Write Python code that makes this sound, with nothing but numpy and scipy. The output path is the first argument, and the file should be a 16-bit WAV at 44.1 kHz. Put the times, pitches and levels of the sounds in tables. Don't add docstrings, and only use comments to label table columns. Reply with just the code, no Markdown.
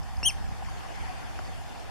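import sys
import numpy as np
from scipy import signal
from scipy.fft import rfft, irfft
from scipy.io import wavfile
from scipy.ndimage import uniform_filter1d

SR = 44100
rng = np.random.default_rng(int(sys.argv[2]) if len(sys.argv) > 2 else 0)


def generate_wav(sig):
    pcm = np.round(np.clip(np.atleast_2d(sig).T, -1, 1) * 32767).astype(np.int16)
    wavfile.write(sys.argv[1], SR, pcm)


def voltage_ratio(level):
    return 10 ** (np.asarray(level, float) / 20)


N = 83790
SIDE = np.array([[.5], [-.5]])


def evened(x):
    return x / np.sqrt(np.mean(x ** 2) + 1e-20)


def steadied(x, seconds):
    size = round(seconds * SR)
    power = uniform_filter1d(uniform_filter1d(x ** 2, size), size)
    return x / np.sqrt(abs(power))


def read(points, hz):
    f, value = np.transpose(points)
    return np.interp(np.log(hz + 1), np.log(f + 1), value)


def drift(seconds, shape):
    size = max(round(seconds * SR), 1)
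    noise = rng.standard_normal(shape)
    return evened(uniform_filter1d(uniform_filter1d(noise, size), size))


def coloured(x, gain):
    return irfft(rfft(x) * gain(np.fft.rfftfreq(N, 1 / SR)), N)


def bubble(hz, length, rise):
    u = np.arange(0, 1, 1 / (length * SR))
    cycles = hz * length * (u + (rise - 1) * u ** 2 / 2)
    swell_and_fade = np.sin(np.pi * u ** .6) ** 2
    return np.sin(2 * np.pi * cycles) * swell_and_fade


# (frequency [Hz], level per Hz [dB])
SURF_COLOUR = [(250, 0), (500, -4.5), (2650, -12), (4500, -16.5), (7000, -20.5), (11600, -27), (13600, -34),
               (15000, -42)]
# (time [s], level [dB])
SWELL = [
    (0.0, -58.5),
    (0.672, -52.5),
    (0.792, -50.5),
    (1.122, -49.5),
    (1.56, -53.5),
    (1.9, -53.5),
]
# (frequency [Hz], share [ratio])
SWELL_SHARE = [(300, 0.6), (800, 0.99), (2000, 1.0), (5000, 0.43), (12000, 0.18)]
# (frequency [Hz], correlation [-1 to 1])
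LIKENESS = [(250, -0.79), (540, -0.68), (1100, -0.38), (2300, 0.049), (4800, 0.26), (7000, 0.068),
            (14500, -0.12)]
# (frequency [Hz], left-right difference [dB])
SURF_LEAN = [(60, -1.0), (150, -8), (370, -1.5), (930, 1.5), (2330, 4), (5810, -0.5), (14500, 1)]
# (centre [Hz], width [Hz], level [dB])
HOLLOWS = [(762, 118, -53), (932, 530, -54), (1730, 390, -60.5), (4980, 470, -71)]


def surf():
    surf_db, patch_db, flicker_db, hollow_steady_s = -45.5, 1.94, 0.38, 0.052
    frames, hz = N // 128 + 5, np.fft.rfftfreq(512, 1 / SR)
    hz[0] = 1
    a, b, c, d, e, f, patches, flicker = rng.standard_normal((frames, 257, 8)).T
    patches = evened(uniform_filter1d(uniform_filter1d(patches, 6, 0), 16, 1))
    flicker = evened(uniform_filter1d(flicker, 40, 0))
    s, db = np.transpose(SWELL)
    swell = np.interp(np.arange(frames) * 128 / SR, s, db - np.mean(db))
    field_db = read(SWELL_SHARE, hz)[:, None] * swell + patch_db * patches + flicker_db * flicker
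    same = np.clip(read(LIKENESS, hz), -1, 1)[:, None]
    left = a + 1j * b
    right = same * left + np.sqrt(1 - same ** 2) * (c + 1j * d)
    spectra = np.array([left, right, e + 1j * f]) * voltage_ratio(field_db)
    left, right, centre = signal.istft(spectra, nperseg=512, noverlap=384)[1][:, :N]

    def wash(noise, side):
        def gain(f):
            low_cut = 1 + (200 / (f + 1)) ** 4
            return voltage_ratio(read(SURF_COLOUR, f) + side * read(SURF_LEAN, f)) / low_cut
        return coloured(noise, gain)

    wide = np.array([wash(left, .5), wash(right, -.5)])
    hollow = 0
    for centre_hz, width, db in HOLLOWS:
        ring = coloured(centre, lambda f: 1 / (1 + (2 * (f - centre_hz) / width) ** 2))
        hollow = hollow + voltage_ratio(db) * steadied(ring, hollow_steady_s)
    return voltage_ratio(surf_db) * evened(wide) + hollow


# (frequency [Hz], level per Hz [dB])
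WIND_COLOUR = [(8.8, -53), (15, -6), (43, 0.5), (70, 2), (162, -12), (193, -11), (247, -19.5), (280, -22.5),
               (400, -34), (520, -72), (880, -120)]
# (time [s], level [dB])
GUSTS = [(0, -31.5), (.1, -39), (.19, -29.5), (.26, -32.5), (.33, -34.5), (.5, -31), (.58, -38.5),
         (.66, -33.5), (.79, -38), (.84, -40.5), (.96, -39.5), (1.01, -32.5), (1.11, -37), (1.18, -39.5),
         (1.44, -36), (1.64, -38.5), (1.72, -43.5), (1.9, -38.5)]


def wind():
    lumps_db, lump_s, steady_s = 1, 0.045, 0.057
    common_db, lean_db, lag_s = -14, -0.8, .00005
    s, db = np.transpose(GUSTS)
    noise = rng.standard_normal((2, N)) * voltage_ratio(lumps_db * drift(lump_s, N))
    noise = coloured(noise, lambda f: voltage_ratio(read(WIND_COLOUR, f)) / (1 + (f / 450) ** 4))
    strength = voltage_ratio(np.interp(np.arange(N) / SR, s, db))
    across, common = steadied(noise, steady_s) * strength
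    common = voltage_ratio(common_db) * common
    left = np.roll(common + across, round(lag_s * SR))
    right = common - across
    return np.array([left, right]) * voltage_ratio(lean_db * SIDE)


# (time [s], level [dB], pitch [Hz], length [s], pitch rise [ratio])
DRIPS = [(.0325, -42, 5200, .0025, 1.01), (.169, -43, 5000, .005, 1.01), (.462, -46, 2150, .005, 1.1),
         (.6205, -35, 740, .014, 1.1), (.648, -46, 2300, .004, 1.05), (.648, -46, 5100, .002, 1.1),
         (.684, -39, 950, .012, 1.3), (.847, -42, 1050, .01, 1.1), (.887, -43, 2400, .002, 1.05),
         (.957, -47, 5200, .003, 1.01), (.978, -40, 1600, .002, 1.3), (1.009, -41, 2400, .003, 1.05),
         (1.032, -40, 860, .025, 1.08), (1.06, -53, 1500, .04, 1.25), (1.075, -46, 1060, .02, 1.02),
         (1.09, -37, 760, .04, .93), (1.115, -45, 1100, .02, 1.02), (1.3903, -28, 1750, .0026, .45),
         (1.3912, -41, 5400, .0018, 1.01), (1.3925, -35, 700, .01, .9), (1.389, -45, 330, .012, .9),
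         (1.4515, -45, 4400, .004, 1.01), (1.475, -47, 4400, .005, 1.01)]


def trickle():
    fizz_per_s, fizz_db, fizz_spread_db = 880, -61, 7.5
    lean_db, lead_rad = 6.5, 0.73
    out = np.zeros(N)
    size = voltage_ratio(fizz_spread_db * np.minimum(rng.exponential(1, N), 4))
    size *= rng.random(N) < fizz_per_s / SR
    kind, shape = rng.integers(0, 24, N), rng.random((24, 2))
    for k, hz in enumerate(np.geomspace(850, 6000, 24)):
        length, rise = (4 + 8 * shape[k, 0]) / hz, 1 + 0.14 * shape[k, 1]
        grain = bubble(hz, length, rise) * (700 / hz) ** 0.32
        out += signal.oaconvolve(size * (kind == k), grain)[:N]
    out = voltage_ratio(fizz_db) * evened(out)
    for s, db, hz, length, rise in DRIPS:
        drop = voltage_ratio(db) * bubble(hz, length, rise)
        out[round(s * SR):][:len(drop)] += drop
    return (signal.hilbert(out) * voltage_ratio(lean_db * SIDE) * np.exp(1j * lead_rad * SIDE)).real


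# (time [s], pitch [Hz], effort [dB], bill opening [dB])
CALL = [
    (.2312, 2696, -32, -27),
    (0.248, 2800, -36.5, -22.5),
    (0.259, 3055, -21, -1),
    (0.267, 3182, -20.5, -0.5),
    (.275, 3251, -19.5, -5),
    (.282, 3110, -19.5, -0.5),
    (0.291, 2845, -32, -6.5),
    (0.302, 2620, -34, -37),
    (.311, 2070, -44.5, -50),
]
# (multiple [ratio], level [dB], share of effort [ratio], share of opening [ratio],
# left-right difference [dB], left lead [rad])
PARTIALS = [(1, 0, 0.94, 0.0091, 4.5, .3), (2, -11.5, .05, 0.05, -0.5, 0.71), (3, -6, .02, 0.95, 4.5, 0.25),
            (4, -18, 2.1, 1.15, 4.5, 0.98)]
# (pitch [Hz], level [dB], length [s])
PUFF = [(293, -41, 0.0095), (594, -40, 0.0088), (1020, -29.5, 0.0025)]


def bird():
    top_db, shimmer_db, shimmer_s = -21, 1.1, 0.004
    onset_s, onset_hz, onset_db = 0.00256, 647, -14
    edge_db, edge_s = -35, 0.019
    close_at_s, close_db_per_s = 0.3034, -3400
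    t = np.arange(N) / SR
    s, *columns = np.transpose(CALL)
    hz, effort, opening = (uniform_filter1d(np.interp(t, s, c), size=170) for c in columns)
    slide = np.clip((t - s[0]) / onset_s + 1, 0, 1)
    turn = 2 * np.pi * np.cumsum(onset_hz + (hz - onset_hz) * slide) / SR
    fade_in = np.minimum(slide * 4, 1) * voltage_ratio(onset_db * (1 - slide))
    fade_out = np.clip((s[-1] - t) / .003 + 1, 0, 1)
    choke_db = np.maximum(close_db_per_s * np.maximum(t - close_at_s, 0), -60)
    edge = voltage_ratio(top_db + edge_db - 9 * abs(t - s[0]) / edge_s)
    shimmer = drift(shimmer_s, (len(PARTIALS), 2, N))
    out = 0
    for (k, db, by_effort, by_opening, pan_db, lead), wobble in zip(PARTIALS, shimmer):
        level_db = top_db + db + by_effort * (effort - max(effort)) + by_opening * opening
        level_db = level_db + choke_db * (k > 1.5)
        strength = slide ** (4 * k - 4) * (voltage_ratio(level_db) + edge * (k > 3.5))
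        balance = voltage_ratio(pan_db * SIDE + shimmer_db * wobble)
        out = out + strength * balance * np.sin(round(k) * turn + lead * SIDE)
    out = np.sqrt(2) * fade_in * fade_out * out
    for puff_hz, db, length in PUFF:
        puff = voltage_ratio(db) * bubble(puff_hz, length, 0.82)
        out[:, round((s[0] - onset_s) * SR):][:, :len(puff)] += puff
    return out


# (delay [s], level [dB])
ECHOES = [(.012, -35), (.024, -25), (.043, -28.5)]
# (frequency [Hz], level [dB])
ECHO_COLOUR = [(2000, 7), (3300, -4.5), (5500, 1.5), (9000, 2), (13000, 5)]


def rocks(call):
    scatter_db, t60_s, gap_s = -21, 0.2, 0.014
    t = np.arange(8000) / SR
    taps = rng.standard_normal((2, 8000)) * voltage_ratio(-60 * t / t60_s) * np.clip(t / gap_s, 0, 1)
    taps *= voltage_ratio(scatter_db) / np.linalg.norm(taps[0])
    for s, db in ECHOES:
        taps[:, round(s * SR)] += voltage_ratio(db)
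    returned = signal.fftconvolve(call, taps, axes=1)[:, :N]
    return coloured(returned, lambda f: voltage_ratio(read(ECHO_COLOUR, f)))


def scene():
    call = bird()
    return surf() + wind() + trickle() + call + rocks(call)


def band_limit(x):
    return signal.sosfilt(signal.butter(12, 15110, fs=SR, output="sos"), x)


# (centre [Hz], width [Hz], leak [ratio])
NOTCHES = [(3930, 370, 0.087), (7770, 67, .07)]


def record(dry):
    whine_hz, whine_db, edge_hz = 13096, -82, 15000
    out = dry
    for hz, width, leak in NOTCHES:
        notched = signal.lfilter(*signal.iirnotch(hz, hz / width, SR), out)
        out = leak * out + (1 - leak) * notched
    whine = voltage_ratio(whine_db) * np.sin(2 * np.pi * whine_hz * np.arange(N) / SR)
    out = out + whine * np.array([[1], [.4]])
    out = coloured(out, lambda f: np.clip((edge_hz - f) / 150 + 1, 0, 1))
    return band_limit(out)


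dry = scene()
out = record(dry)
generate_wav(out)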